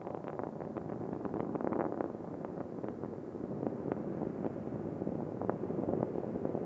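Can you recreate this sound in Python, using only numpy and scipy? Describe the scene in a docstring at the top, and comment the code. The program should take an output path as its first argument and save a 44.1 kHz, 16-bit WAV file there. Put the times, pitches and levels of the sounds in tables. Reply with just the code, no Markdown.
"""Sharp crackles over a low roar: a rocket climbs far away at night, heard through one small microphone.
Each crackle is a shock front from the exhaust, a pressure jump that relaxes again. The roar is
turbulent noise mixed with countless weak shocks that have merged. Air absorbs high frequencies most,
so with distance the crackles thin out and dull, while the roar swells over a faint steady hiss."""
import sys
import numpy as np
from scipy import signal
from scipy.fft import rfft, irfft, next_fast_len
from scipy.io import wavfile

SR = 44100
rng = np.random.default_rng(int(sys.argv[2]) if len(sys.argv) > 2 else 0)


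def store_pcm(level_fs):
    """Save levels as 16-bit WAV."""
    pcm = np.round(np.clip(level_fs, -1, 1) * 32767).astype(np.int16)
    wavfile.write(sys.argv[1], SR, np.atleast_2d(pcm).T)


N = 293265
FFT_SIZE = next_fast_len(N + 8192)
HZ = np.fft.rfftfreq(FFT_SIZE, 1 / SR)


def gain_of(db):
    """Amplitude ratio: a factor of ten for every 20 dB."""
    return 10 ** (np.asarray(db) / 20)


def unit_rms(x):
    """Normalisation to a mean power of one."""
    return x / np.sqrt(np.mean(x ** 2) + 1e-20)


def follow(table):
    """Linear interpolation of each column over time, sample by sample."""
    time_s, *columns = np.transpose(table)
    return [np.interp(np.arange(N) / SR, time_s, column) for column in columns]


def spectrum(points):
    """Magnitude response: decibels interpolated over log frequency."""
    hz, db = np.transpose(points)
    return gain_of(np.interp(np.log(HZ + 1), np.log(hz + 1), db))


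def low_pass(cutoff_hz, order, hz=HZ):
    """Low-pass magnitude: one half at the cutoff, a power law above it."""
    return 1 / (1 + (hz / cutoff_hz) ** order)


def minimum_phase(gain):
    """Causality: the Hilbert transform gives the phase of a filter that rings only after a click."""
    log_gain = np.log(np.maximum(gain, 1e-5))
    mirrored = np.r_[log_gain, log_gain[1:FFT_SIZE - len(HZ) + 1][::-1]]
    return np.exp(np.conj(signal.hilbert(mirrored)))[:len(HZ)]


def filtered(x, response):
    """Convolution in time is multiplication in frequency."""
    return irfft(rfft(x, FFT_SIZE) * response, FFT_SIZE)[:N]


def hiss(level_db=-79, edge_hz=7600, top_db=-18.0):
    """Filtered white noise: a faint steady hiss, much fainter above 7.6 kHz."""
    # noise spectrum: frequency_hz, gain_db
    noise_floor = [(100, 2.5), (3400, 0), (4600, 1.5), (7000, -0.5)]
    band = low_pass(edge_hz, order=200)
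    colour = spectrum(noise_floor) * (band + gain_of(top_db) * (1 - band))
    return gain_of(level_db) * unit_rms(filtered(rng.standard_normal(N), colour))


def reflections():
    """Comb filtering: two weak inverted echoes from close by ripple the spectrum."""
    # nearby reflections: delay_ms, level_db
    echoes = [(4.45, -19.5), (6.4, -25)]
    return 1 - sum(gain_of(db) * np.exp(-2j * np.pi * HZ * ms / 1000) for ms, db in echoes)


def flutter(depth_db=0.74, slowest_hz=3.2, fastest_hz=22):
    """Scintillation: turbulent air along the path makes the level ragged."""
    band = low_pass(fastest_hz, order=4) - low_pass(slowest_hz, order=4)
    return gain_of(depth_db * unit_rms(filtered(rng.standard_normal(N), band)))


def wandering_dip(x, width_hz=130):
    """Cancellation: subtracting part of a narrow moving band hollows the sound."""
    # path of the dip: time_s, centre_hz, depth_fraction
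    dip_path = [(0, 257, 0.1), (1.1, 547, 0.7), (2.4, 606, 0), (3.3, 514, 0.2), (5.0, 450, 0.2),
                (5.6, 295, .45), (6.65, 303, .45)]
    centre_hz, depth = follow(dip_path)
    carrier = np.exp(2j * np.pi * np.cumsum(centre_hz) / SR)
    pole = np.exp(-np.pi * width_hz / SR)
    baseband = signal.lfilter([1 - pole], [1, -pole], x / carrier)
    return x - depth * 2 * (carrier * baseband).real


def merged_shocks(per_s=420, spread_db=4, max_spreads=4.4):
    """Shot noise: countless weak shocks of uneven size arrive at random moments."""
    sizes = gain_of(spread_db * np.minimum(rng.exponential(1, N), max_spreads))
    clicks = sizes * (rng.random(N) < per_s / SR)
    return unit_rms(clicks.mean() - clicks)


def roar(rumble_trim_db=1.0, body_trim_db=-0.4, rasp_trim_db=-0.36, rasp_grain=0.23):
    """Jet noise: turbulence and merged shocks add in power, and swell with the exhaust."""
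    # exhaust levels before the trims: time_s, rumble_db, body_db, rasp_db
    exhaust_levels = [(0.0, -53, -49.5, -72.5), (0.55, -53, -46.5, -70), (0.95, -48.5, -43.5, -68),
                      (1.3, -51, -41.5, -67.5), (1.8, -55, -41.5, -68.5), (2.2, -53, -46.5, -67.5),
                      (2.85, -53.5, -45, -67.5), (3.05, -51, -45.5, -67.5), (3.27, -57.5, -46, -67.5),
                      (3.5, -47.5, -42, -68), (3.85, -50.5, -40, -65), (4.2, -48.5, -43.5, -64),
                      (4.7, -48.5, -43, -65), (5.35, -47, -42.5, -67), (5.6, -47, -39.5, -65),
                      (5.9, -42.5, -36.5, -65.5), (6.15, -49.0, -40.5, -64.5), (6.65, -49.5, -37.5, -65)]
    # spectrum of the turbulence: frequency_hz, gain_db
    turbulence = [(20, -30), (42, -27.5), (65, -18), (100, -6.5), (150, -1), (220, 3.5), (280, 0),
                  (350, 1.85), (560, -3.5), (680, -6.5), (790, -10), (1050, -16.5), (1500, -26),
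                  (2000, -33), (2700, -42), (4500, -69.5)]
    # weak shocks melt into noise with distance: time_s, shock_fraction, upper_lift_db, fizz_lift_db
    texture = [(0, 0.5, 6.5, -3), (1, 0.6, -3.5, -3.5), (2, 0.4, 0.5, -3), (3.3, 0.45, -4, -2.5),
               (4.4, 0.34, -2.5, 0), (6.65, 0.45, -5.5, 2)]
    rumble_db, body_db, rasp_db = follow(exhaust_levels)
    grain, upper_lift_db, fizz_lift_db = follow(texture)
    eddies = rng.standard_normal(N)
    # one share a band; weak shocks have blunt fronts, so the top band is the smoothest
    shares = np.clip([grain, grain, grain, grain * rasp_grain], 0, 1)
    jets = np.sqrt(1 - shares) * eddies + np.sqrt(shares) * merged_shocks()
    colour = minimum_phase(spectrum(turbulence)) * reflections()
    edges = [0] + [low_pass(hz, order=12) for hz in (200, 560, 1200)] + [1]
    bands = [high - low for low, high in zip(edges, edges[1:])]
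    rumble, lower, upper, top = (filtered(jet, colour * band) for jet, band in zip(jets, bands))
    body = wandering_dip(lower + gain_of(upper_lift_db) * upper) * flutter()
    fizz = filtered(top, 1 - low_pass(2200, order=12))
    rasp = top + (gain_of(fizz_lift_db) - 1) * fizz
    return (gain_of(rumble_db + rumble_trim_db) * unit_rms(rumble)
            + gain_of(body_db + body_trim_db) * unit_rms(body)
            + gain_of(rasp_db + rasp_trim_db) * unit_rms(rasp))


def rounded_front(hz, rise_ms):
    """Air absorption: a loss in dB that grows with frequency squared rounds a front."""
    return np.exp(-np.pi * (hz * rise_ms / 1000) ** 2)


def twin_front(hz, gap_ms, level_db):
    """Interference: a second front a moment later cuts notches in the treble."""
    treble = 1 - low_pass(700, order=4, hz=hz)
    return 1 + gain_of(level_db) * treble * np.exp(-2j * np.pi * hz * gap_ms / 1000)


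def scatter(hz, level_db=-16.5, decay_s=0.015, delay_s=0.0028):
    """Scattering: a short diffuse tail, new for every shock, follows the direct sound."""
    t = np.arange(2 * (len(hz) - 1)) / SR
    tail = rng.standard_normal(len(t)) * np.exp(-t / decay_s) * (t > delay_s)
    treble = 1 - low_pass(450, order=4, hz=hz)
    return 1 + gain_of(level_db) * rfft(tail / np.linalg.norm(tail)) * treble


def arrival(low_cut_hz=315, damping=1.09, coupling_hz=50, dull_hz=1000, fade_hz=5000):
    """Band-pass response: distance dulls a jump; the microphone's low cut makes it a triple swing."""
    jf = 1j * HZ
    low_cut = jf ** 2 / (jf ** 2 + damping * low_cut_hz * jf + low_cut_hz ** 2)
    coupling = jf / (jf + coupling_hz)
    distance = low_pass(fade_hz, order=8) / (1 + jf / dull_hz)
    return low_cut * coupling * distance


def shocks(rows, tip_rise_ms=0.18):
    """Shock waves: each pressure jump relaxes exponentially; a part stays steep as its bright tip."""
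    # colour of all shocks, a midrange knock and a bite above it: frequency_hz, gain_db
    bite = [(180, 1), (280, -0.5), (400, -1), (790, -0.13), (1100, -1.4), (1500, -0.05), (2050, 1.5),
            (2650, 1.6), (3300, 3)]
    size, lead = 2048, 200  # samples
    hz = np.fft.rfftfreq(size, 1 / SR)
    jw = 2j * np.pi * hz
    fronts = np.zeros(N + 2 * size)
    for start_s, jump_db, rise_ms, relax_ms, tip_db, gap_ms, twin_db in rows:
        first = max(int(start_s * SR) - lead, 0)
        jump = gain_of(jump_db) * SR / (jw + 1000 / relax_ms)
        edge = rounded_front(hz, rise_ms) + gain_of(tip_db) * rounded_front(hz, tip_rise_ms)
        shock = jump * edge * twin_front(hz, gap_ms, twin_db) * scatter(hz)
        delay = np.exp(-jw * (start_s - first / SR))
        fronts[first:first + size] -= irfft(shock * delay)
    return filtered(fronts, arrival() * minimum_phase(spectrum(bite)) * reflections())


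def sputter(trim_db=-1.0, per_s=22, spread_db=2, blunting_ms_per_s=0.085):
    """Weaker shocks come in surges; absorption blunts them more as the rocket recedes."""
    # typical strength of the shocks: time_s, jump_db
    surges = [(0, -28), (.45, -24.5), (.8, -22), (1.3, -22.5), (1.8, -20.5), (2.2, -22.5), (3.3, -24),
              (3.75, -16.5), (4.9, -14), (5.9, -13), (6.65, -13.5)]
    # twin fronts merge into the leading front with distance: time_s, twin_db
    twin_fade = [(0, -10), (2, -11), (6.65, -21.5)]
    count = int(per_s * N / SR)
    place, strength, bluntness, lag = rng.uniform(-1, 1, (count, 4)).T
    start_s = (np.arange(count) + (1 + place) / 2) / per_s  # one shock at random in each time slot
    jump_db = np.interp(start_s, *np.transpose(surges)) + spread_db * strength
    rise_ms = (0.51 + blunting_ms_per_s * start_s) * np.exp(0.13 * bluntness)
    relax_ms = 0.16 * 2 ** (-jump_db / 6)  # a jump 6 dB stronger relaxes in half the time
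    tip_db = np.full(count, -41)
    gap_ms = np.interp(lag, [-1, 1], [0.33, 1.3])
    twin_db = np.interp(start_s, *np.transpose(twin_fade))
    return gain_of(trim_db) * shocks(zip(start_s, jump_db, rise_ms, relax_ms, tip_db, gap_ms, twin_db))


def crackle(trim_db=0.04):
    """Jet crackle: the strong shock fronts stand out of the roar as separate cracks."""
    # one shock a row, tip and twin relative to its jump:
    # start_s, jump_db, rise_ms, relax_ms, tip_db, twin_gap_ms, twin_db
    cracks = [(0.0154, -24, 0.22, 0.69, -46, 0.87, -3), (0.0505, -13, 0.54, 0.1, -31, 1.1, 0),
              (0.0705, -14.5, 0.37, 0.26, -15.0, 0.33, -4), (0.0757, -17, 0.48, 0.4, -29.0, 0.41, -2.0),
              (0.0831, -15.0, 0.61, 0.2, -29.0, 1.4, -7.0), (0.1058, -13.5, 0.45, 0.22, -19, 0.36, -5),
              (0.1474, -14.0, 0.36, 0.34, -14.5, 0.26, -5.0), (0.1739, -18.5, 0.33, 0.42, -23, 0.29, -4.0),
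              (0.2424, -12, 0.5, 0.14, -17, 0.35, -12), (0.2712, -10.5, 0.36, 0.1, -50.0, 0.28, -5),
              (0.2816, -10.5, 0.77, 0.12, -5, 0.76, -17.0), (0.2955, -18, 0.5, 0.26, -25.0, 0.63, -2),
              (0.3015, -12, 0.33, 0.1, -50.0, 0.78, -7.0), (0.3314, -13, 0.46, 0.17, -17, 0.43, -10),
              (0.3527, -12.5, 0.53, 0.15, -47.0, 0.47, -2.0), (0.3926, -3.5, 0.4, 0.1, -50.0, 0.95, -13.0),
              (0.4004, -15, 0.46, 0.62, -50.0, 1.12, -8), (0.4213, -18, 0.44, 0.2, -34, 0.3, -3.0),
              (0.4354, -4.5, 0.47, 0.13, -27, 0.5, -16), (0.4424, -14.5, 0.46, 0.12, -26.0, 1.32, -12),
              (0.4699, -10.5, 0.57, 0.33, -24, 1.04, -8), (0.4897, -20.0, 0.49, 0.73, -30.0, 1.17, -6),
              (0.5555, -13, 0.67, 0.19, -33.0, 0.95, -6), (0.6062, -6, 0.46, 0.088, -42.0, 0.42, -4),
              (0.6193, -6.5, 0.42, 0.11, -45, 0.4, -4), (0.651, -23, 0.49, 1.6, -9.5, 1.1, -2),
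              (0.6744, -15.5, 0.52, 0.21, -53, 0.45, -2.0), (0.7687, -18.5, 0.46, 1.26, -6, 0.84, -5),
              (0.7785, -14.5, 0.51, 0.42, -11.5, 1.6, -0.5), (0.8159, -23.5, 0.39, 0.38, -52, 0.78, 0),
              (0.8934, -16.0, 0.39, 0.12, -40, 0.44, -5), (0.8987, -21, 0.45, 1.65, -12, 1.8, 0),
              (0.9204, -19, 0.4, 1.5, -17.0, 0.44, -11.0), (0.9257, -15.5, 0.52, 0.29, -21, 0.49, -10),
              (0.9343, -25.5, 0.34, 1.65, -14.0, 0.71, -5), (1.0126, -13, 0.73, 0.28, -30, 0.67, -10.0),
              (1.0383, -23, 0.31, 1.09, -47.0, 0.36, -6), (1.0538, -21, 0.38, 0.41, -50.0, 0.29, 0),
              (1.0909, -17.5, 0.64, 1.5, -21, 1, -2), (1.1316, -18, 0.45, 1.8, -12, 1.2, -3),
              (1.1504, -17.5, 0.63, 0.38, -18, 0.83, -12), (1.1629, -21, 0.57, 0.82, -28, 0.93, 6),
              (1.2119, -16.5, 0.39, 0.1, -40.0, 0.25, 3), (1.2522, -12.5, 0.45, 0.45, -12.5, 0.75, -4),
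              (1.2621, -14.0, 0.64, 1.1, -35, 0.99, 6), (1.2925, -22, 0.35, 0.28, -52, 1.3, -10),
              (1.3404, -16, 0.43, 1.65, -15.0, 0.76, -8), (1.3599, -16.0, 0.48, 1.1, -24.0, 1.11, -1),
              (1.3693, -14, 0.51, 0.19, -20.0, 1.8, -7), (1.3959, -16, 0.47, 1.65, -16.0, 1, -7),
              (1.4046, -15.0, 0.31, 1.4, -8, 0.96, -5), (1.4307, -13, 0.79, 1.8, -27, 0.83, -1),
              (1.4481, -21, 0.4, 0.58, -50.0, 0.85, -2.0), (1.4931, -15.5, 0.57, 0.51, -50.0, 0.8, 1),
              (1.5519, -5, 0.62, 0.21, -29, 0.83, 1.5), (1.5586, -14, 0.3, 0.75, -41, 0.34, -7),
              (1.6086, -2.5, 0.47, 0.1, -33, 0.75, -11), (1.645, -9.5, 0.43, 0.97, -36, 0.37, -7.5),
              (1.6731, -6.5, 0.35, 0.38, -47.0, 0.55, -14), (1.7216, -9.5, 0.5, 0.56, -23, 0.49, -10),
              (1.7309, -8, 0.34, 0.16, -50.0, 0.91, 2), (1.7564, -14.5, 0.36, 0.34, -27.0, 1.11, -17.0),
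              (1.764, -13, 0.48, 1.04, -26.0, 0.74, -9), (1.7908, -13.5, 0.37, 0.51, -49, 0.46, -20.0),
              (1.7969, -7.5, 0.39, 0.29, -50.0, 1.13, -14), (1.8084, -2, 0.35, 0.12, -50.0, 1.03, -17),
              (1.8169, -9.5, 0.35, 0.42, -49, 0.47, -14), (1.8271, -11, 0.43, 0.15, -50.0, 1.32, -16.0),
              (1.8411, -8.5, 0.5, 0.28, -50.0, 1.64, -13.0), (1.8522, -2.0, 0.45, 0.1, -40.0, 0.91, -15),
              (1.8647, -13, 0.4, 0.63, -31.0, 0.93, -15.0), (1.8705, -12, 0.54, 0.16, -39.0, 0.57, -6),
              (1.9235, -11.5, 0.44, 0.36, -49, 1.6, -10), (1.9437, -12.0, 0.48, 0.27, -29.0, 0.54, -11.0),
              (1.9758, -12.5, 0.47, 0.4, -29, 1.45, -14), (2.0077, 3.0, 0.51, 0.1, -25, 0.51, -10.0),
              (2.0419, -10.5, 0.47, 0.43, -27, 0.71, -10), (2.0598, -15.0, 0.71, 0.48, -26, 0.76, 0),
              (2.1009, -6, 0.65, 0.12, -34, 0.69, -7.0), (2.2442, -14.5, 0.63, 0.19, -29.0, 1.1, -11),
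              (2.275, -18.5, 0.52, 0.72, -25, 0.77, -6), (2.342, -21.5, 0.36, 1.06, -45, 1.4, -7),
              (2.4483, -12, 0.29, 0.36, -50, 0.24, -9), (2.5789, -19, 0.42, 0.94, -48, 1.6, -8),
              (2.6051, -17.0, 0.35, 0.88, -22, 1.4, -11), (2.6121, -18, 0.4, 0.91, -27, 1.6, -6),
              (2.8427, -15, 0.49, 0.89, -17, 0.45, -5), (2.8524, -21, 0.57, 1.16, -26, 0.8, 1),
              (2.8853, -18.5, 0.37, 0.63, -4.5, 0.63, -16), (3.0271, -21.5, 0.57, 1.9, -42, 0.52, 0),
              (3.0357, -8.0, 0.63, 0.24, -37.0, 0.72, 1), (3.0479, -19, 0.47, 1.65, -20, 1.0, -6),
              (3.0593, -26.5, 0.33, 1.9, -18.0, 1.1, -7), (3.1372, -20, 0.6, 1.4, -22.0, 1.12, -6.0),
              (3.1604, -15.5, 0.78, 0.32, -34, 0.89, 1), (3.4385, -15.5, 0.8, 1.1, -23, 0.63, 2),
              (3.6306, -12.5, 0.69, 0.76, -19, 0.66, -12), (3.6671, -8.5, 0.51, 0.8, -18.5, 0.38, -8.0),
              (3.8817, -14, 0.61, 1.6, -36, 1.1, -3.0), (3.9188, -11.5, 0.31, 1.2, -11.5, 1.48, -16),
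              (3.9658, -16.5, 0.49, 0.29, -25, 0.6, -6), (4.2174, -11.5, 0.77, 1.1, -31.0, 1.2, 0),
              (4.2311, -11, 0.53, 0.66, -31.0, 0.39, -2.0), (4.27, -13, 0.94, 1.5, -30, 1.16, 0),
              (4.4461, -14, 0.57, 1, -16, 1.44, -7), (4.4559, -22, 0.6, 1.6, -14, 1.3, 1),
              (4.4643, -10, 0.76, 0.69, -15.0, 1.24, -3), (4.4737, -18, 0.69, 1.7, -23.0, 1.5, -2.0),
              (4.6733, -11.5, 1.14, 0.77, -27.0, 1.7, -2.0), (4.8873, -11, 1.26, 0.71, -25, 1.12, -8),
              (5.0201, -10.5, 0.89, 1.65, -32, 1.27, -12.0), (5.0735, -5.5, 1.0, 0.19, -39, 1.3, -3),
              (5.121, -5, 0.98, 0.2, -42, 1.36, -2.0), (5.2056, -4.5, 0.7, 0.1, -39.0, 1.3, 1.5),
              (5.2218, -19.5, 0.53, 0.98, -27.0, 0.34, 1), (5.3208, -14.5, 0.76, 0.85, -31.0, 1.29, -1),
              (5.3714, -13, 0.55, 0.16, -50.0, 1.26, -6), (5.4162, -1.5, 0.51, 0.1, -50.0, 0.23, -6),
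              (5.4352, -20, 0.58, 0.26, -31.0, 0.37, -1.5), (5.448, -10.5, 0.7, 0.62, -31, 1.01, -11.0),
              (5.496, 5.5, 0.47, 0.098, -35.0, 0.71, -16), (5.6375, -24, 0.35, 0.93, -50.0, 1.8, 0),
              (5.7053, 0, 1.08, 0.15, -37.0, 0.51, -2), (5.789, -8.5, 0.81, 0.31, -33, 0.76, -4.0),
              (5.7973, -14.5, 0.82, 0.73, -36, 0.47, 3), (5.8357, -9.5, 0.69, 0.5, -29, 1.5, -8.0),
              (5.8867, -13, 0.65, 0.31, -38.0, 0.48, -5), (5.89, -6.5, 0.73, 0.36, -35, 0.37, -4),
              (5.9354, -4, 0.57, 0.31, -50.0, 0.43, -1), (5.9759, -5.5, 1.06, 0.37, -32, 1.12, -17),
              (6.0074, -8.5, 0.85, 0.54, -36, 0.32, -2.0), (6.0296, -6.0, 0.4, 0.66, -52, 0.32, -5.5),
              (6.1568, -9, 0.84, 0.5, -28.0, 1.1, -12), (6.1824, -6.5, 0.9, 0.34, -29.0, 1, -8),
              (6.2347, -11.5, 0.71, 0.55, -40.0, 0.48, -4), (6.2446, -13, 0.72, 0.67, -28, 0.34, -2),
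              (6.3602, -10, 0.96, 1.4, -31, 1.2, -7.0), (6.4534, -6.5, 0.56, 0.88, -50.0, 0.5, -4.0),
              (6.4928, -9.5, 0.97, 0.48, -27, 0.97, -12), (6.5515, -6, 0.63, 0.17, -50.0, 0.36, -6),
              (6.5757, -9, 0.65, 0.27, -37.0, 0.38, -1)]
    return gain_of(trim_db) * shocks(cracks)


def scene():
    """Superposition: cracks, sputter, roar and hiss add in one channel."""
    return (crackle() + sputter() + roar() + hiss())[None]


def record(dry, cutoff_hz=12400):
    """Band limiting: a steep linear-phase low-pass removes the highest treble."""
    kernel = signal.firwin(511, cutoff_hz, window=("kaiser", 9), fs=SR)
    return signal.oaconvolve(dry, kernel[None], "same")


dry = scene()
out = record(dry)
store_pcm(out)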